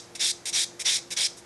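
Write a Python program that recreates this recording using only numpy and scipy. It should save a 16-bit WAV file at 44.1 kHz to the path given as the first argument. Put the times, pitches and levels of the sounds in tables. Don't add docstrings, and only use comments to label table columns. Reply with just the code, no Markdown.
import sys
import numpy as np
from scipy import signal
from scipy.fft import rfft, irfft
from scipy.io import wavfile

SR = 44100
rng = np.random.default_rng(int(sys.argv[2]) if len(sys.argv) > 2 else 0)


def unload_audio(sound):
    columns = np.transpose(np.atleast_2d(sound))
    steps = np.round(np.clip(columns, -1, 1) * 32767)
    wavfile.write(sys.argv[1], SR, steps.astype(np.int16))


N = 63945
LEAD_SAMPLES = SR // 4


def amp(db):
    return 10 ** (np.asarray(db) / 20)


def unit_rms(x):
    return x / np.sqrt(np.mean(x ** 2) + 1e-20)


def curve_at(points, hz):
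    f, value = np.transpose(points)
    return np.interp(np.log(hz + 1), np.log(f + 1), value)


def shaped(x, gain):
    return irfft(rfft(x) * gain(np.fft.rfftfreq(len(x), 1 / SR)), len(x))


def coloured(x, spectrum):
    return unit_rms(shaped(x, lambda f: amp(curve_at(spectrum, f))))


def wander(size, hz):
    return unit_rms(shaped(rng.standard_normal(size), lambda f: 1 / (1 + (f / hz) ** 2)))


def swell(t, centre_s, spread_s):
    return np.exp(-.5 * ((t - centre_s) / spread_s) ** 2)


# frequency in Hz, relative spectral level in dB.
AIR_SPECTRUM = [(25, -18), (60, -3), (120, -0.5), (250, -1), (500, 0), (750, -0.5), (1100, -5.5),
                (2000, -7), (3000, -12.5), (6000, -11.5), (9000, -16.5), (12000, -22)]
# frequency in Hz, level in dB.
HUM_TONES = [(118.4, -68.5), (173.5, -64), (348.5, -56.5), (479.1, -64)]


def air_and_hum(air_db=-52, waver_hz=9.3, waver_rad=0.41, waver_db=2):
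    t = np.arange(N) / SR
    mix = amp(air_db) * coloured(rng.standard_normal(N), AIR_SPECTRUM)
    for hz, db in HUM_TONES:
        tone = np.sin(2 * np.pi * (hz * t + rng.random()) + waver_rad * wander(N, waver_hz))
        mix += amp(db) * unit_rms(tone * amp(waver_db * wander(N, waver_hz)))
    return mix


# frequency in Hz, time to fall 60 dB in seconds.
TAIL_T60_S = [(300, 3), (1500, 0.24), (4000, 0.32), (6500, 0.35), (11000, 0.21)]
# frequency in Hz, tail gain in dB.
TAIL_GAIN_DB = [(300, -4.5), (2200, -15), (3700, -16.5), (4500, -12.5), (5500, -16.5), (6400, -10.5),
                (8500, -16), (11500, -17.5)]


def room_tail(x, delay_s=0.006):
    hz, t, bands = signal.stft(rng.standard_normal(SR // 2), SR, nperseg=256)
    t60_s = curve_at(TAIL_T60_S, hz)[:, None]
    decay = np.exp(-np.log(1000) * t / t60_s)
    energy_norm = np.sqrt(2 * np.log(1000) / (t60_s * SR))
    gain = amp(curve_at(TAIL_GAIN_DB, hz))[:, None]
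    tail = signal.istft(bands * decay * energy_norm * gain, SR, nperseg=256)[1]
    tail = np.pad(tail, (round(delay_s * SR), 0))
    return signal.fftconvolve(x, tail)[:len(x)]


def grit(size, grains_per_s=20000, spread_db=1.5, judder_db=0.53, judder_hz=172):
    caught = rng.random(size) < grains_per_s / SR
    strength = amp(spread_db * np.minimum(rng.exponential(1, size), 4))
    clicks = caught * strength * rng.choice([-1, 1], size)
    return clicks * amp(judder_db * wander(size, judder_hz))


# frequency in Hz, width in Hz, added linear gain (negative for a hollow).
NAIL_FILE_MODES = [(2244, 170, 0.71), (2680, 84, 0.71), (2870, 330, -0.25), (3820, 650, 0.94),
                   (4880, 250, 0.49), (5490, 290, 0.64), (5820, 140, 0.33), (6260, 42, -0.041),
                   (6900, 400, 0.35), (8420, 230, 0.8), (9260, 180, 0.69), (11000, 210, 0.54)]


def rasp(size, spectrum):
    def body(f):
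        modes = sum(gain / (1 + 2j * (f - hz) / width_hz) for hz, width_hz, gain in NAIL_FILE_MODES)
        return amp(curve_at(spectrum, f)) * (1 + modes)
    return unit_rms(shaped(grit(size), body))


def pressure(t, length_s, attack_s, release_s):
    build = np.minimum(t / attack_s, 1) ** 0.62
    return build * np.exp(-np.maximum(t - length_s, 0) / release_s)


# frequency in Hz, relative spectral level in dB.
BRUSH_SPECTRUM = [(100, -26), (600, -12.5), (1250, -19.5), (2100, -3), (2900, -7), (3700, -2.5),
                  (4300, -6.5), (5400, 1), (6400, -0.5), (7800, -1.5), (8700, -2.5), (10000, -5.5),
                  (12000, -14.5)]
# start and end in seconds, level in dB, attack and release in seconds,
# tilt in dB per octave.
BRUSH_STROKES = [(0.15, 0.159, -35.5, 0.0038, .013, -2), (0.4549, 0.497, -30, 0.0018, 0.0088, 0),
                 (0.793, .821, -31, .009, 0.0058, -0.5), (0.971, 0.99, -34.5, 0.0024, 0.0042, -2),
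                 (1.104, 1.136, -31.5, 0.0084, 0.0065, -1), (1.366, 1.387, -45.5, .010, 0.015, 3.5)]


def brush(start_s, end_s, db, attack_s, release_s, tilt_db_per_oct):
    t = np.arange(SR // 8) / SR
    spectrum = [(hz, level + tilt_db_per_oct * np.log2(hz)) for hz, level in BRUSH_SPECTRUM]
    return start_s, amp(db) * pressure(t, end_s - start_s, attack_s, release_s) * rasp(len(t), spectrum)


# centre in seconds, pitch in Hz, level in dB, spread in seconds.
STICK_SLIP_SQUEAKS = [(.250, 3620, -30, 0.027), (0.549, 5770, -30, 0.011), (.580, 3660, -28, 0.015),
                      (.871, 5680, -25, .011), (.891, 3610, -26.5, .019), (0.957, 5520, -31, 0.018),
                      (1.176, 5700, -27.5, 0.0049), (1.222, 3540, -30, .026), (1.253, 5320, -25.5, 0.012)]


def squeak(centre_s, hz, db, spread_s, width_hz=630):
    t = np.arange(SR // 5) / SR
    half_s = t[-1] / 2
    ring = unit_rms(shaped(grit(len(t)), lambda f: 1 / (1 + 2j * (f - hz) / width_hz) ** 2))
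    return centre_s - half_s, amp(db) * swell(t, half_s, spread_s) * ring


# frequency in Hz, relative spectral level in dB.
PUSH_SPECTRUM = [(100, -70), (700, -30.5), (1300, -22), (1700, -10), (2300, -5.5), (2900, -9), (3350, -3.5),
                 (4400, -4.5), (5600, -1), (6400, -4), (7600, -4), (9000, -5), (10500, -9.5), (12000, -20)]
THRUM_SPECTRUM = [(60, -26), (150, -3.5), (500, -3), (850, 1), (1300, -8), (2200, 3), (5000, -39)]
# start and end in seconds, level in dB, attack in seconds, sag by the end in dB,
# final treble gain in dB, initial low gain in dB, relative thrum level in dB, thrum delay in seconds.
PUSH_STROKES = [(-.14, -0.014, -25, .03, -2.5, -1, -4, -22, 0.031),
                (.192, 0.316, -23.5, 0.026, -2, -0.5, -1.5, -24.5, 0.037),
                (0.525, 0.644, -22.5, .032, -3, 0, 0.5, -24, 0.04),
                (0.847, 0.972, -22.5, 0.018, -3, -1.5, 2, -20, 0.035),
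                (1.164, 1.271, -25, 0.0088, -0.5, -1, 1, -18, 0.034)]


def push(start_s, end_s, db, attack_s, sag_db, treble_db, low_db, thrum_db, thrum_delay_s):
    treble_hz, brighten_db = 6340, 4.0
    low_hz, low_sag_db = 3000, -5
    t = np.arange(SR // 5) / SR
    travel = np.minimum(t / (end_s - start_s), 1)
    scrape = rasp(len(t), PUSH_SPECTRUM)
    treble = shaped(scrape, lambda f: 1 - 1 / (1 + (f / treble_hz) ** 10))
    low = shaped(scrape, lambda f: 1 / (1 + (f / low_hz) ** 20))
    middle = scrape - treble - low
    low *= amp(low_db + low_sag_db * travel ** 2)
    treble *= amp(treble_db + brighten_db * np.minimum(2 * travel - 1, 0))
    scrape = (low + middle + treble) * amp(sag_db * travel)
    thrum = coloured(grit(len(t)), THRUM_SPECTRUM) * swell(t, thrum_delay_s, spread_s=0.029)
    contact = pressure(t, end_s - start_s, attack_s, release_s=0.0023)
    return start_s, amp(db) * contact * (scrape + amp(thrum_db) * thrum)


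def scene():
    filing = np.zeros(LEAD_SAMPLES + N)
    for source, table in (push, PUSH_STROKES), (squeak, STICK_SLIP_SQUEAKS), (brush, BRUSH_STROKES):
        for row in table:
            start_s, sound = source(*row)
            slot = filing[round(start_s * SR) + LEAD_SAMPLES:][:len(sound)]
            slot += sound[:len(slot)]
    in_room = (filing + room_tail(filing))[LEAD_SAMPLES:]
    return (in_room + air_and_hum())[None]


def record(dry):
    cutoff_hz = 12050
    lowpass = signal.firwin(301, cutoff_hz, window=("kaiser", 7), fs=SR)
    return signal.oaconvolve(dry, lowpass[None], "same")


dry = scene()
out = record(dry)
unload_audio(out)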